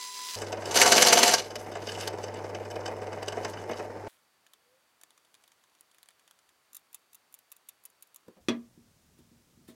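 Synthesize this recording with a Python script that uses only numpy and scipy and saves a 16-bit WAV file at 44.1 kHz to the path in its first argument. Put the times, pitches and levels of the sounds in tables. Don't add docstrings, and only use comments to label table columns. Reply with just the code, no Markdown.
import sys
import numpy as np
from scipy import signal
from scipy.fft import rfft, irfft
from scipy.io import wavfile

SR = 44100
rng = np.random.default_rng(int(sys.argv[2]) if len(sys.argv) > 2 else 0)


def int16_out(signal):
    q = np.round(np.clip(np.atleast_2d(signal).T, -1, 1) * 32767)
    wavfile.write(sys.argv[1], SR, q.astype(np.int16))


N = 429959
T = np.arange(N) / SR

WHINE_END_S, DRILL_END_S, CABINET_S = 0.36, 4.082, 8.39
TURN_S = 0.1041
BIT_CLEAR_S = 3.85

# (time [s], hum level [dB rms], bearing noise level before trim [dB])
MACHINE_LEVELS = [(0.38, -46, -41), (0.75, -49, -35), (1.2, -58.5, -41), (1.47, -54, -45), (1.75, -50, -41),
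                  (1.95, -46.5, -39.5), (3.5, -48, -39.5), (3.93, -53, -41), (4.06, -48.5, -40)]
# (frequency [Hz], width [Hz], relative level [dB])
FRAME_MODES = [(177, 90, -10), (232, 32, -7), (462.3, 140, 1), (604.6, 72, -4.5), (904.3, 13, -13.5),
               (1536, 30, -15)]
# (time [s], level [dB])
FEED = [(0.66, -55.5), (0.695, -44.5), (0.735, -42.5), (0.765, -25.5), (1.15, -25), (1.335, -28),
        (1.36, -38), (1.395, -37.5), (1.43, -54)]
# (frequency [Hz], relative level per Hz [dB])
CUT_COLOUR = [(450, -35), (900, -10.5), (1600, -5.5), (2000, -7), (2900, -7), (3500, -8.5), (6200, -5.5),
              (8000, -12), (12000, -17), (16000, -36)]
# (frequency [Hz], relative level per Hz [dB])
TICK_COLOUR = [(180, -47), (300, -8.5), (1740, 1.5), (2790, -2), (3410, 4.5), (5370, -6), (8580, -2),
               (10900, 0), (11800, -6), (14900, -3), (16500, -13)]


def from_db(db):
    return np.exp(np.asarray(db) * (np.log(10) / 20))


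def unit(x):
    return x / np.sqrt(np.mean(x ** 2) + 1e-20)


def in_time(rows):
    s, *columns = np.transpose(rows)
    return [np.interp(T, s, column) for column in columns]


def at_hz(points, hz):
    f, value = np.transpose(points)
    return np.interp(np.log(hz), np.log(f), value)


def between(start, end, fade=0.0019):
    rise = np.clip((T - start) / fade, 0, 1)
    fall = np.clip((end - T) / fade, 0, 1)
    return rise * fall


def drift(rate):
    knots = rng.standard_normal(4000)
    return unit(np.interp(T * rate, np.arange(len(knots)), knots))


def grains(spread_db):
    size = from_db(spread_db * rng.standard_normal(N // 32 + 1))
    return unit(rng.standard_normal(N) * np.repeat(size, 32)[:N])


def lowpass(x, hz, order=2):
    sos = signal.butter(order, min(hz, 0.45 * SR), fs=SR, output="sos")
    return signal.sosfilt(sos, x + 1e-18)


def highpass(x, hz):
    return signal.sosfilt(signal.butter(2, hz, "high", fs=SR, output="sos"), x)


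def body(x, colour, modes=(), broad_db=0.0, size=8192):
    f = np.maximum(np.fft.rfftfreq(size, 1 / SR), 1)
    power = from_db(at_hz(colour, f) + broad_db) ** 2
    for hz, width, db in modes:
        power = power + (from_db(db) / (1 + ((f - hz) / width) ** 2 * 2)) ** 2
    cepstrum = irfft(np.log(power) / 2)
    cepstrum[1:size // 2] *= 2
    cepstrum[size // 2 + 1:] = 0
    response = irfft(np.exp(rfft(cepstrum)))
    return signal.oaconvolve(x, response / np.linalg.norm(response))[:N]


def pushes(times, levels_db, lengths, swell):
    power, age = np.zeros(N), T[:SR // 4]
    for s, db, length in np.broadcast(times, levels_db, lengths):
        u, at = age / max(length, 1e-4), int(s * SR)
        shape = u * np.exp(1 - u) if swell else np.exp(-u)
        power[at:at + len(age)] += ((from_db(db) * shape) ** 2)[:N - at]
    return np.sqrt(power)


def tones(lines, waver_db):
    total = 0
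    for hz, db in lines:
        level = np.sqrt(2) * from_db(db + waver_db * drift(22))
        phase = 2 * np.pi * (hz * T + rng.random()) + 0.28 * drift(6.3)
        total = total + level * np.sin(phase)
    return total


def shifting(x, depth_db, rate):
    out, below = 0, 0
    for hz in (1200, 2000, 2800, 3800, 5100, 6800, 9500, 19000):
        upto = signal.sosfiltfilt(signal.butter(4, hz, fs=SR, output="sos"), x + 1e-18)
        out = out + (upto - below) * from_db(depth_db * drift(rate))
        below = upto
    return out


def workshop(x, wet_db, shrink=0.6):
    # (frequency [Hz], time [s])
    room_decay = [(100, 0.23), (300, 0.49), (1000, 0.36), (5000, 0.19), (15000, 0.016)]
    age, tail = T[:SR * 3 // 5], 0
    edges = np.geomspace(40, 18000, 10)
    for low, high in zip(edges, edges[1:]):
        sos = signal.butter(2, [low, high], "band", fs=SR, output="sos")
        band = signal.sosfilt(sos, rng.standard_normal(len(age)))
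        decay_s = shrink * at_hz(room_decay, np.sqrt(low * high))
        tail = tail + band * np.exp(-np.log(1000) * age / decay_s)
    tail = tail * np.clip(age / 0.00043 - 1, 0, 1)
    return x + from_db(wet_db) * signal.oaconvolve(x, tail / np.linalg.norm(tail))[:N]


def catches():
    # (time into the turn [s], level over the scrape [dB], swell time [s])
    flutes = [(0.0, 12, .0055), (.046, 7.5, .005), (.061, 6.5, .0035)]
    first_bite_s, jitter_s = 0.7085, 0.0006
    turns = np.arange(first_bite_s, FEED[-1][0], TURN_S)
    rows = [(turn + lag, db, swell) for turn in turns for lag, db, swell in flutes]
    s, over_db, swell_s = np.transpose(rows)
    strength_db = np.interp(s, *np.transpose(FEED)) + over_db
    late = rng.standard_normal(len(s))
    return np.column_stack([s + jitter_s * late, strength_db, swell_s])


def cutting():
    # (time [s], strength [dB], swell time [s])
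    snaps = [(0.7421, -26.5, 0.0045), (1.3912, -31, 0.0014), (1.554, -36, 0.0032), (2.0731, -30, 0.0032)]
    # (frequency [Hz], width [Hz], relative level [dB])
    cut_modes = [(1594, 60, -1.5), (2220, 160, -6), (2950, 120, -2), (4160, 92, -3), (4640, 120, -2.5),
                 (5210, 42, -5), (5700, 54, -3.5), (6200, 120, 0.5), (6500, 34, -5.5), (7380, 180, -7.5)]
    # (frequency [Hz], relative level per Hz [dB])
    flex_colour = [(50, -69), (90, -36), (130, -17.5), (240, -10), (450, -4.5), (700, -4.5), (1000, -8),
                   (1500, -14), (2200, -41)]
    # (frequency [Hz], width [Hz], relative level [dB])
    flex_modes = [(232, 22, -9.5), (353, 65, -5), (410.2, 25, -1), (505, 37, 3.5), (700, 83, 3.5),
                  (895, 48, 1.5), (1130, 36, -4)]
    s, strength_db, swell_s = np.vstack([catches(), snaps]).T
    scrape = from_db(in_time(FEED)[0] + 1.5 * drift(120.1)) * between(0.58, 1.5, fade=0.03)
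    bites = pushes(s, strength_db, swell_s, swell=True)
    tear_force = np.hypot(from_db(1.0) * scrape, bites)
    flex_force = np.hypot(from_db(-0.1) * scrape, from_db(-6.5) * bites)
    tearing = body(tear_force * grains(spread_db=2.5), CUT_COLOUR, cut_modes, broad_db=-0.5)
    flexing = body(flex_force * grains(spread_db=3.5), flex_colour, flex_modes, broad_db=-3.0)
    steel = shifting(tearing, depth_db=2.5, rate=60)
    return workshop(steel + highpass(flexing, 75), wet_db=-16)


def grazes():
    first_s, jitter_s, spread_db = 0.4105, 0.0024, 1.5
    s = np.arange(first_s, BIT_CLEAR_S, TURN_S / 2)
    late, ring, thud = rng.standard_normal((len(s), 3)).T
    shake_db = np.interp(s, T, in_time(MACHINE_LEVELS)[1])
    ring_db = -30 - 3 * (s - first_s) + spread_db * ring
    thud_db = -36.5 + shake_db - shake_db.mean() + spread_db * thud
    return np.column_stack([s + jitter_s * late, ring_db, thud_db])


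def rattling():
    # (time [s], ring strength [dB], thud strength [dB])
    hard_knocks = [(0.417, -21.5, -28), (0.5247, -24, -29), (0.6544, -24, -36), (1.5553, -22.5, -37.5),
                   (1.7517, -28.5, -30), (1.869, -28.5, -35), (1.917, -26, -45), (2.0731, -27, -34.5),
                   (2.2378, -25.5, -48), (2.5467, -28, -36), (2.709, -28.5, -39), (2.7566, -32, -33),
                   (2.8579, -21.5, -45), (2.8764, -27, -30), (3.1278, -30, -33), (3.2266, -25.5, -40),
                   (3.2802, -21, -33.5), (3.3217, -28, -33.5), (3.367, -33, -28), (3.446, -21.5, -26),
                   (3.693, -30, -28), (3.7102, -28.5, -29), (3.791, -31, -30.5)]
    # (frequency [Hz], relative level per Hz [dB])
    ring_colour = [(530, -29), (1000, -9.5), (1600, -12), (2400, -14), (3000, -14), (3400, -20),
                   (6000, -14), (9000, -21.5), (12000, -30), (16000, -45)]
    # (frequency [Hz], width [Hz], relative level [dB])
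    ring_modes = [(1600, 120, -8.5), (2680, 120, -10.5), (2965, 130, -3.5), (3678, 320, -14),
                  (4790, 180, -6), (5360, 300, -9.5), (6150, 200, -8.5), (7230, 120, -15),
                  (7970, 340, -16.5), (11800, 400, -24.5)]
    # (frequency [Hz], relative level per Hz [dB])
    thud_colour = [(130, -43.5), (220, -14), (417, -0.5), (602, -1.5), (886, -5.5), (1390, -15),
                   (1580, -13), (2500, -18), (3250, -51.5), (5500, -120)]
    # (time [s], level before trim [dB])
    swarf = [(0.38, -43.5), (0.6, -58.5), (1.7, -53.5), (2.05, -44.5), (2.12, -57.5), (3.2, -61),
             (3.5, -48.5), (3.67, -58), (3.78, -47.5), (3.88, -63)]
    s, ring_db, thud_db = np.vstack([hard_knocks, grazes()]).T
    swarf_db = in_time(swarf)[0]
    tap_s = rng.uniform(WHINE_END_S, BIT_CLEAR_S, size=45)
    tap_db = np.interp(tap_s, T, swarf_db) + 6.5 + 2.7 * rng.standard_normal(len(tap_s))
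    taps = lowpass(pushes(tap_s, tap_db, 0.0038, swell=True) * grains(spread_db=2.5), 4500)
    contacts = pushes(s, ring_db - 13.5, 0.003, swell=True) * grains(spread_db=2.5)
    ring = body(contacts + taps, ring_colour, ring_modes, broad_db=-7.5)
    thud_force = pushes(s, thud_db - 3.5, 0.0066, swell=True) * grains(spread_db=2.0)
    thud = body(thud_force, thud_colour, FRAME_MODES, broad_db=3.5)
    chip_level = from_db(swarf_db - 3.5 + 3.0 * drift(70))
    chips = body(chip_level * grains(spread_db=4.5), CUT_COLOUR, ring_modes, broad_db=-3.0)
    steel = shifting(ring + chips, depth_db=3.5, rate=40)
    return workshop(steel + thud, wet_db=-12)


def motor():
    # (frequency [Hz], level [dB rms])
    motor_tones = [(242.2, -61.5), (425.3, -53.5), (597.5, -51.5), (742.9, -53), (888.2, -56)]
    # (frequency [Hz], relative level per Hz [dB])
    bearing_colour = [(15, -49), (25, -19.5), (64, -25.5), (97, -18), (270, -16.5), (326, -4.5), (373, -5),
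                      (607, -4.5), (677, -8), (911, -6.5), (1130, -16.5), (2160, -20), (3340, -37.5),
                      (5280, -33.5), (16000, -51)]
    # (frequency [Hz], level [dB rms])
    squeal = [(5233, -72.5)]
    mains_hum_hz, belt_hz = 100.0, 43
    hum_db, bearing_db = in_time(MACHINE_LEVELS)
    hum = np.sqrt(2) * from_db(hum_db) * np.sin(2 * np.pi * mains_hum_hz * T)
    belt = from_db(-67.5) * np.sin(2 * np.pi * belt_hz * T)
    bearing_level = from_db(bearing_db - 1.58 + 1.0 * drift(35))
    bearings = bearing_level * body(grains(spread_db=3.5), bearing_colour, FRAME_MODES, broad_db=3.5)
    running = from_db(-1.0) * tones(motor_tones, waver_db=1.5)
    return hum + belt + bearings + running + tones(squeal, waver_db=3.0)


def whine():
    # (frequency [Hz], level [dB rms])
    whine_tones = [(1001, -48.5), (1997, -57.5), (3994, -53.5), (4996, -51), (5992, -54.5), (6460, -57),
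                   (7413, -53.5), (9415, -60), (9857, -74), (10164, -72), (10314, -58)]
    # (frequency [Hz], relative level per Hz [dB])
    hiss_colour = [(60, -50), (200, -27), (260, -33), (320, -22), (400, -26), (500, -26), (850, -27),
                   (1000, -13), (1200, -22), (2000, -15.5), (5000, -8.5), (10000, -18), (12000, -23.5),
                   (16000, -24)]
    # (frequency [Hz], level [dB rms])
    hum_tones = [(245, -76.5), (400, -69.5)]
    # (time [s], level [dB])
    hiss_levels = [(0.0, -41), (0.126, -43), (0.34, -37)]
    hiss = from_db(in_time(hiss_levels)[0] - 1.5) * body(grains(spread_db=3.5), hiss_colour)
    hum = tones(hum_tones, waver_db=0.5)
    return (tones(whine_tones, waver_db=1.5) + hiss + hum) * between(-1, WHINE_END_S)


def touches(count):
    start_s, end_s = 5.08, 6.55
    s = start_s + (end_s - start_s) * (np.arange(count) + rng.random(count)) / count
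    strength_db = -49.5 + 0.5 * rng.standard_normal(count)
    return np.column_stack([s, strength_db, np.full(count, -5.5)])


def grommets():
    # (time [s], strength [dB], top over middle [dB])
    snap_ins = [(4.465, -45.5, -5.5), (4.535, -39.5, 2), (5.013, -40, 4), (5.035, -38.5, 1),
                (5.177, -47.5, -5), (5.342, -46, -0.5), (5.438, -46.5, -6), (5.478, -45, 1.5),
                (5.809, -43.5, 12), (5.946, -48, -2), (5.984, -44.5, -0.5), (6.03, -39, 3), (6.087, -40, 1),
                (6.277, -44, 0), (6.31, -42.5, 1)]
    # (frequency [Hz], width [Hz], relative level [dB])
    tick_modes = [(1430, 480, -14), (3650, 560, -1.5), (6550, 1200, 14), (10300, 990, 13.5)]
    s, strength_db, bright_db = np.vstack([snap_ins, touches(count=12)]).T
    snap = grains(spread_db=5.0)
    middle = lowpass(snap, 11000)
    top = snap - middle
    middle_force = pushes(s, strength_db - 6 - bright_db / 2, 0.0031, swell=False)
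    top_force = pushes(s, strength_db - 4.5 + bright_db / 2, 0.0019, swell=False)
    ticks = middle * middle_force + top * top_force
    rubbing = from_db(3 * drift(25)) * grains(spread_db=6.5)
    fingers = from_db(-79.0) * lowpass(rubbing, 7000, order=1) * between(5.0, 6.55, fade=0.096)
    panel = body(ticks + fingers, TICK_COLOUR, tick_modes, broad_db=15.0)
    return workshop(panel, wet_db=-12.0, shrink=0.26)


def sockets():
    # (time of main clink [s], main clink [dB], contact just before [dB], rocking afterwards [dB])
    clink_rows = [(6.7462, -33.5, -38.5, -53.5), (6.766, -32, -55, -65), (6.9446, -29, -46, -59.5),
                  (7.1457, -32, -36, -64), (7.3405, -34, -46, -43), (7.517, -27.5, -58, -39.5),
                  (7.687, -28, -59, -65), (7.8522, -31, -46.5, -52), (8.0237, -32, -59, -51),
                  (8.1597, -36.5, -37.5, -60)]
    # (frequency [Hz], relative level per Hz [dB])
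    clink_colour = [(350, -54.5), (600, -35), (1180, -20), (3400, -11), (5080, -14.5), (6790, -6),
                    (8130, -11.5), (9740, 0), (15600, -4), (16500, -9)]
    # (frequency [Hz], width [Hz], relative level [dB])
    clink_modes = [(1150, 210, -14), (2580, 340, -13), (3670, 600, -11.5), (7100, 850, -6), (9600, 670, -5),
                   (12100, 870, -1.5)]
    # (time [s], strength [dB], swell time [s])
    hand_bumps = [(8.262, -68, 0.0052), (8.281, -45, 0.0017), (8.305, -66, 0.0033), (8.364, -57.5, 0.0081)]
    # (frequency [Hz], relative level per Hz [dB])
    bump_colour = [(70, -17.5), (180, -2), (400, -1.5), (700, -7), (1300, -18.5), (2500, -33), (8000, -33)]
    rim_lead_s, bounce_s, rock_s = 0.0157, 0.0049, 0.047
    s, main_db, rim_db, rock_db = np.transpose(clink_rows)
    times = np.concatenate([s - rim_lead_s, s, s + bounce_s, s + rock_s])
    strength_db = np.concatenate([rim_db, main_db, main_db - 6.5, rock_db])
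    contacts = pushes(times, strength_db - 10.5, 0.0014, swell=True) * grains(spread_db=4.5)
    clinks = body(contacts, clink_colour, clink_modes, broad_db=-5.0)
    s, db, swell_s = np.transpose(hand_bumps)
    bumps = body(pushes(s, db, swell_s, swell=True) * grains(spread_db=3.0), bump_colour)
    return workshop(clinks + bumps, wet_db=-8.0, shrink=0.32)


def cabinet():
    # (time [s], strength [dB], hardness as a low-pass cut-off [Hz], chatter decay time [s])
    blows = [(8.485, -18, 9000, 0.0068), (8.775, -42.5, 199, .003), (9.134, -63, 300, 0.0064),
             (9.189, -51, 398, 0.024), (9.315, -47, 200, .003), (9.574, -43, 130, 0.0045),
             (9.61, -47.5, 169, .003), (9.686, -42, 506, 0.034)]
    # (frequency [Hz], width [Hz], relative level [dB])
    cabinet_modes = [(223, 43, -2), (236.8, 4.6, 2.5), (352, 16, -2.5), (645, 11.7, -7.5),
                     (1045, 150, -12.5), (1510, 36, -24), (2300, 61, -27), (2440, 130, -15.5),
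                     (3350, 150, -19), (4450, 150, -28), (5900, 110, -16)]
    # (frequency [Hz], relative level per Hz [dB])
    knock_colour = [(30, -66), (60, -50), (105, -11), (250, -7), (420, -11), (600, -21), (800, -23.5),
                    (1100, -21.5), (2500, -22.5), (4000, -31), (6000, -35), (11000, -37.5), (16000, -45.5)]
    # (time [s], strength [dB], swell time [s])
    tip_scratches = [(9.057, -75.5, 0.0073), (9.178, -67, 0.009), (9.675, -58, .012)]
    force, age = np.zeros(N), T[:SR // 2]
    for s, db, hard_hz, contact_s in blows:
        chatter = rng.standard_normal(len(age)) * np.exp(-age / contact_s)
        chatter /= np.linalg.norm(chatter)
        push = lowpass(0.98 * (age == 0), 550)
        blow = push + 0.51 * lowpass(chatter, 390) + 1.12 * highpass(chatter, 480)
        at = int(s * SR)
        force[at:at + len(age)] += (from_db(db) * lowpass(blow, hard_hz))[:N - at]
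    knocks = from_db(22.5) * body(force, knock_colour, cabinet_modes)
    knocks = highpass(knocks, 90)
    s, db, swell_s = np.transpose(tip_scratches)
    scratches = body(pushes(s, db, swell_s, swell=True) * grains(spread_db=1.0), TICK_COLOUR)
    return workshop(knocks + scratches, wet_db=-5.5)


def background():
    # (frequency [Hz], relative level per Hz [dB])
    air_colour = [(35, -47), (60, -9.5), (1040, 0.5), (4220, -7.5), (4530, -7.5), (5210, -9.5), (9350, -11),
                  (16000, -15.5)]
    # (frequency [Hz], relative level per Hz [dB])
    corner_colour = [(20, -29.5), (30, -10), (70, -0.5), (150, -0.5), (230, -5.5), (400, -11), (800, -17),
                     (3000, -21.5), (6000, -20), (16000, -28)]
    # (time [s], frequency [Hz], peak level [dB])
    far_tone = [(4.58, 450, -89), (4.68, 488, -72), (4.75, 519.4, -67), (4.80, 540, -81), (4.86, 580, -95)]
    air = from_db(-70) * body(rng.standard_normal(N), air_colour)
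    whistle = from_db(-82) * np.sin(2 * np.pi * 4577 * T)
    far_hz, far_db = in_time(far_tone)
    far = from_db(far_db) * np.sin(2 * np.pi * np.cumsum(far_hz) / SR) * between(4.55, 4.9)
    quiet = (air + whistle + far) * between(DRILL_END_S, CABINET_S + 0.033, fade=0.046)
    hiss_force = pushes(DRILL_END_S, -59.5, 0.057, swell=False)
    fading_hiss = body(hiss_force * grains(spread_db=5.0), TICK_COLOUR)
    corner = from_db(-65.5) * body(rng.standard_normal(N), corner_colour)
    return quiet + fading_hiss + corner * between(CABINET_S, 20, fade=0.023)


def scene():
    drill = (cutting() + rattling() + motor()) * between(WHINE_END_S, DRILL_END_S)
    return (drill + whine() + grommets() + sockets() + cabinet() + background())[None]


def record(dry):
    sos = signal.ellip(10, 0.1, 70, 16000, fs=SR, output="sos")
    return signal.sosfilt(sos, np.clip(dry, -0.85, 0.85))


dry = scene()
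out = record(dry)
int16_out(out)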